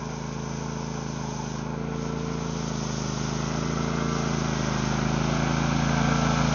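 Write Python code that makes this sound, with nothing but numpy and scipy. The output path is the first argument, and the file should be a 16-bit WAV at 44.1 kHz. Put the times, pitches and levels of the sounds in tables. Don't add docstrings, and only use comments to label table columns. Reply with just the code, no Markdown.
import sys
import numpy as np
from scipy import signal
from scipy.fft import rfft, irfft, next_fast_len
from scipy.io import wavfile
from scipy.ndimage import uniform_filter1d

SR = 44100
rng = np.random.default_rng(int(sys.argv[2]) if len(sys.argv) > 2 else 0)


def waveform_to_disk(signal):
    frames = np.transpose(np.atleast_2d(signal))
    scaled = np.clip(frames, -1, 1) * 32767
    samples = np.round(scaled).astype(np.int16)
    wavfile.write(sys.argv[1], SR, samples)


N = 288414
TIME = np.arange(N) / SR
CRUISE_HZ = 27

# time_s, cycles_per_s
ENGINE_SPEED = [(0.0, 27.04), (0.22, 26.98), (0.89, 27.35), (1.36, 26.3), (1.55, 26.36), (1.83, 27.75),
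                (2.39, 27.89), (3.06, 25.82), (3.22, 25.91), (3.56, 27.19), (4.03, 28.06), (4.25, 27.74),
                (4.64, 26.19), (4.87, 25.98), (5.34, 27.32), (5.73, 27.55), (6.12, 28.0), (6.54, 26.88)]
CYLINDER_FIRINGS = [(.516, .87), (.9, 1.0)]
# time_s, pitch_hz
CANCELLED_BAND = [(0, 694), (2, 728), (3.5, 592), (5, 499), (5.7, 449), (6.2, 381), (6.54, 358)]
# time_s, level_db
SNOW_THROWN = [(0.05, -48.5), (1.4, -46), (1.59, -47), (1.63, -53.5), (1.88, -56.5), (2.03, -46.5),
               (2.15, -51.5), (2.22, -48.5), (3.0, -40), (4.07, -45), (4.13, -41.5), (4.9, -41),
               (4.94, -43.5), (5.83, -42), (6.5, -39)]


def exhaust(cycles, dip_db=16, dip_octaves=0.21, boost_octaves=0.24, waver_db=0.62, puff_db=-17):
    # order, relative_db
    tones = [(1, -18.5), (2, -9), (3, -9.5), (4, -22), (5, 0), (6, -0.5), (7, -14.5), (8, -1.5), (9, -4.5),
             (10, -10.5), (11, -13.5), (12, -26.5), (13, -12), (14, -13), (15, -24.5), (17, -27),
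             (18, -24.5), (19, -19.5), (20, -28.5), (21, -18.5), (22, -19)]
    pipe_echoes = [(.209, -.41), (.264, -.6)]
    # pitch_hz, relative_db
    puff_spectrum = [(30, -22), (85, -11), (130, -7), (180, -1), (260, 4.5), (330, 2), (400, -5),
                     (470, -11.5), (560, -26.5)]
    speed, dip_hz = curve(ENGINE_SPEED), curve(CANCELLED_BAND)
    boost_hz = 0.67 * dip_hz
    boost_db = np.interp(distance(), [3.2, 3.4], [0, 3])
    pulses = np.zeros(N)
    for order, db in tones:
        pair = sum(size * np.exp(-2j * np.pi * order * at) for at, size in CYLINDER_FIRINGS)
        pipe = 1 + sum(size * np.exp(-2j * np.pi * order * delay) for delay, size in pipe_echoes)
        phase = np.angle(pair * pipe) - np.pi / 6
        tone = np.sin(2 * np.pi * order * cycles + phase)
        dip = np.exp(-(np.log2(order * speed / dip_hz) / dip_octaves) ** 2)
        boost = np.exp(-(np.log2(order * speed / boost_hz) / boost_octaves) ** 2)
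        pulses += amp(db - dip_db * dip + boost_db * boost + waver_db * wander(1.3)) * tone
    pulses *= 1 + 0.049 * wander(25)
    gas = rng.standard_normal(N) * throb(cycles, depth=0.24, lag=0.01, sharpness=12)
    puffs = amp(puff_db) * colour(gas, puff_spectrum)
    return loudness(level_db=-28.5, halving_db=6, rev_db=0.6) * (unit(pulses) + puffs)


def clatter(cycles, far_db=-40.5, flicker_db=0.5, ring_hz=1348, hollow_depth=0.43):
    # pitch_hz, relative_db
    far_spectrum = [(330, -29.5), (400, -4.5), (500, -5), (600, -4.5), (720, -6.5), (850, -4.5),
                    (1050, -1.5), (1220, -15), (1400, -6.5), (1600, -11.5), (1830, -19), (2100, -18),
                    (2330, -12.5), (2600, -17), (2900, -30), (3200, -42)]
    mid_spectrum = [(330, -29), (400, -5), (500, -5), (580, 2.5), (700, -3), (800, -4), (930, -2.5),
                    (1150, -2), (1400, -2), (1530, -5), (1720, -12.5), (2050, -10), (2350, -12),
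                    (2600, -11), (2900, -24), (3200, -45.5)]
    near_spectrum = [(330, -26.5), (400, -12.5), (470, -11), (540, -1.5), (700, -3.5), (850, -2),
                     (1150, -6.5), (1350, -4.5), (1570, -5.5), (1760, -12.5), (1900, -15.5), (2130, -11.5),
                     (2330, -7.5), (2550, -12.5), (2900, -19.5), (3200, -45.5)]
    # time_s, pitch_hz
    hollow = [(1.5, 1880), (2.0, 1640), (2.7, 1610), (4.0, 1774), (6.54, 1850)]
    rattle = grains(per_s=12000, spread_db=1.5) * throb(cycles, depth=0.18, lag=0.024, sharpness=6.1)
    rattle *= amp(flicker_db * wander(22))
    far = np.interp(distance(), [5.1, 7.16], [0, 1])
    near = np.interp(distance(), [3.5, 4.6], [1, 0])
    sound = far * colour(rattle, far_spectrum)
    sound += (1 - far - near) * colour(rattle, mid_spectrum)
    sound += near * colour(rattle, near_spectrum)
    sound -= hollow_depth * resonate(sound, curve(hollow), width_hz=330)
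    shaken_db = -13 + 5 * (curve(ENGINE_SPEED) - CRUISE_HZ)
    ring = unit(resonate(rng.standard_normal(N), ring_hz, width_hz=60))
    bonnet = amp(shaken_db) * (1 - 0.8 * far) * ring
    close_level = loudness(level_db=-36.5, halving_db=7, rev_db=0.06)
    level = far * amp(far_db) + (1 - far) * close_level
    return level * (sound + bonnet)


def brush(cycles, usual_snow_db=-44, spray_db=-0.18, flicker_db=0.5):
    # pitch_hz, relative_db
    scrape_spectrum = [(2400, -33), (2800, -0.5), (3200, 2), (3600, 0.5), (4000, -0.5), (4500, -2.5),
                       (4900, -13.5), (5500, -28)]
    spray_spectrum = [(4200, -25), (4700, -6), (5000, -4), (5400, -2), (5750, -1.5), (6150, 0), (6450, -1),
                      (6700, -7.5), (6900, -16.5), (7100, -28.5), (7350, -47.5)]
    snow_db = curve(SNOW_THROWN)
    bristles = grains(per_s=16000, spread_db=1.6) * throb(cycles, depth=0.27, lag=0.04, sharpness=4)
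    load = amp(0.5 * (snow_db - usual_snow_db))
    scrape = loudness(level_db=-47, halving_db=5.5, rev_db=0.05) * load * colour(bristles, scrape_spectrum)
    spray = amp(snow_db + spray_db) * colour(grains(per_s=22000, spread_db=1.5), spray_spectrum)
    return (scrape + spray) * amp(flicker_db * wander(24))


def drive_whine(cycles, waver_db=2.5, jitter=0.23):
    orders = [24, 26, 28, 30, 32, 36, 40, 44, 54, 60, 80, 84]
    levels_db = [-16, -16, -14.5, -27, -18.5, -19, -16.5, -24, -29, -22.5, -31, -30]
    # pitch_hz, width_hz, lift_db
    panels = [(716, 14, 6), (1150, 23, 4)]
    out = np.zeros(N)
    for order, db in zip(orders, levels_db):
        panels_db = sum(lift(order, *panel) for panel in panels)
        angle = 2 * np.pi * (order * cycles + rng.random()) + jitter * wander(8.3)
        out += amp(db + panels_db + waver_db * wander(3.3)) * np.sin(angle)
    return loudness(level_db=-37.5, halving_db=11.5, rev_db=0.5) * out


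def tailpipe_hum(cycles, order=16, flutter=0.074, dip_octaves=0.15):
    tone = np.sin(2 * np.pi * order * (cycles - CYLINDER_FIRINGS[1][0]))
    tone = unit(tone * (1 + flutter * wander(11)))
    octaves_apart = np.log2(order * curve(ENGINE_SPEED) / curve(CANCELLED_BAND))
    ground_gain = abs(octaves_apart) / np.hypot(octaves_apart, dip_octaves)
    pipe_gain = amp(lift(order, hz=447.3, width_hz=22.5, peak_db=8))
    return loudness(level_db=-46, halving_db=2, rev_db=-0.5) * pipe_gain * ground_gain * tone


def singing_panels(cycles, jitter=0.11, flutter=0.21):
    # order, level_db, halving_db, panel_hz, width_hz, lift_db
    tones = [(42, -58, 7.5, 1176, 16, 10), (48, -59, 6.5, 1334, 33, 9.5), (56, -59.5, 21.5, 1562, 30, 5)]
    # middle_s, half_length_s, order, lift_db
    buzzes = [(0.7, .2, 48, 6), (1.92, .13, 48, 5.5), (3.95, .28, 48, 7), (4.118, 0.41, 42, 7.5),
              (6.31, 0.17, 48, 14.5)]
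    out = np.zeros(N)
    for order, db, halving_db, *panel in tones:
        buzz_db = sum(peak * swell(middle, half) for middle, half, which, peak in buzzes if which == order)
        tone = np.sin(2 * np.pi * order * cycles + jitter * wander(16))
        tone *= 1 + flutter * wander(5.3)
        out += loudness(db, halving_db, rev_db=-1.5) * amp(lift(order, *panel) + buzz_db) * unit(tone)
    return out


def brush_guard(ring_hz=890, ring_db=-52.5, sizzle_db=-13):
    # middle_s, half_length_s, ring_db, sizzle_db
    grit = [(0.8, 0.48, -62, -56.5), (1.383, 0.11, -42, -53), (1.67, 0.061, -54, -62)]
    sizzle_hz = np.interp(TIME, [0.5, 1.3], [6090, 6220])
    ring = unit(resonate(grains(per_s=900, spread_db=3.5), ring_hz, width_hz=120))
    sizzle = unit(resonate(grains(per_s=4300, spread_db=1.5), sizzle_hz, width_hz=240))
    out = amp(ring_db) * ring + amp(curve(SNOW_THROWN) + sizzle_db) * sizzle
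    for middle, half, grit_ring_db, grit_sizzle_db in grit:
        out += swell(middle, half) * (amp(grit_ring_db) * ring + amp(grit_sizzle_db) * sizzle)
    return out


def brush_gear(order=75.7, jitter=0.35, flutter=0.25):
    # time_s, level_db
    levels = [(0, -70), (3.2, -58), (3.9, -50), (5.3, -56), (6.54, -66)]
    speed = curve(ENGINE_SPEED)
    belt_grip = (speed / speed.max()) ** (2 / 3)
    waves = np.cumsum(order * speed * belt_grip) / SR
    tone = np.sin(2 * np.pi * waves + jitter * wander(18))
    tone *= 1 + flutter * wander(18)
    return amp(curve(levels)) * unit(tone)


def distance(start_m=8.87, drive_m_per_s=1.304, aside_m=2.944):
    return np.hypot(start_m - drive_m_per_s * TIME, aside_m)


def loudness(level_db, halving_db, rev_db):
    halvings = np.log2(5 / distance())
    return amp(level_db + halving_db * halvings + rev_db * (curve(ENGINE_SPEED) - CRUISE_HZ))


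def throb(cycles, depth, lag, sharpness):
    bursts = sum(size * np.exp(sharpness * (np.cos(2 * np.pi * (cycles - at - lag)) - 1))
                 for at, size in CYLINDER_FIRINGS)
    return unit(1 + depth * bursts)


def grains(per_s, spread_db):
    size = amp(spread_db * np.minimum(rng.exponential(1, N), 4))
    return unit(size * rng.standard_normal(N) * (rng.random(N) < per_s / SR))


def lift(order, hz, width_hz, peak_db):
    return peak_db / (1 + (2 * (order * curve(ENGINE_SPEED) - hz) / width_hz) ** 2)


def resonate(x, hz, width_hz):
    turn = np.exp(2j * np.pi * np.cumsum(hz * np.ones(N)) / SR)
    decay = np.exp(-np.pi * width_hz / SR)
    smoothed = signal.lfilter([(1 - decay) ** 2], [1, -2 * decay, decay ** 2], x / turn)
    return 2 * (turn * smoothed).real


def colour(x, spectrum):
    size = next_fast_len(N)
    hz, db = np.transpose(spectrum)
    log_hz = np.log(np.fft.rfftfreq(size, 1 / SR) + 1)
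    gain = amp(np.interp(log_hz, np.log(hz + 1), db, left=-np.inf, right=-np.inf))
    return unit(irfft(rfft(x, size) * gain, size)[:N])


def wander(per_s):
    count = N // 64
    keep_slow = np.exp(-(np.fft.rfftfreq(count, 64 / SR) / per_s) ** 2)
    drift = irfft(rfft(rng.standard_normal(count)) * keep_slow, count)
    return np.interp(np.arange(N) / 64, np.arange(count), unit(drift))


def swell(middle_s, half_s):
    return np.exp(-((TIME - middle_s) / half_s) ** 2)


def curve(rows):
    return np.interp(TIME, *np.transpose(rows))


def amp(db):
    return 10 ** (np.asarray(db) / 20)


def unit(x):
    return x / np.sqrt(np.mean(x ** 2) + 1e-20)


def scene():
    cycles = np.cumsum(uniform_filter1d(curve(ENGINE_SPEED), size=4000)) / SR
    engine = exhaust(cycles) + tailpipe_hum(cycles)
    machinery = drive_whine(cycles) + singing_panels(cycles) + clatter(cycles)
    return (engine + machinery + brush_gear() + brush(cycles) + brush_guard())[None]


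def record(dry):
    low_pass = signal.firwin(511, 7250, window=("kaiser", 9), fs=SR)
    return signal.oaconvolve(dry, low_pass[None], "same", axes=1)


dry = scene()
out = record(dry)
waveform_to_disk(out)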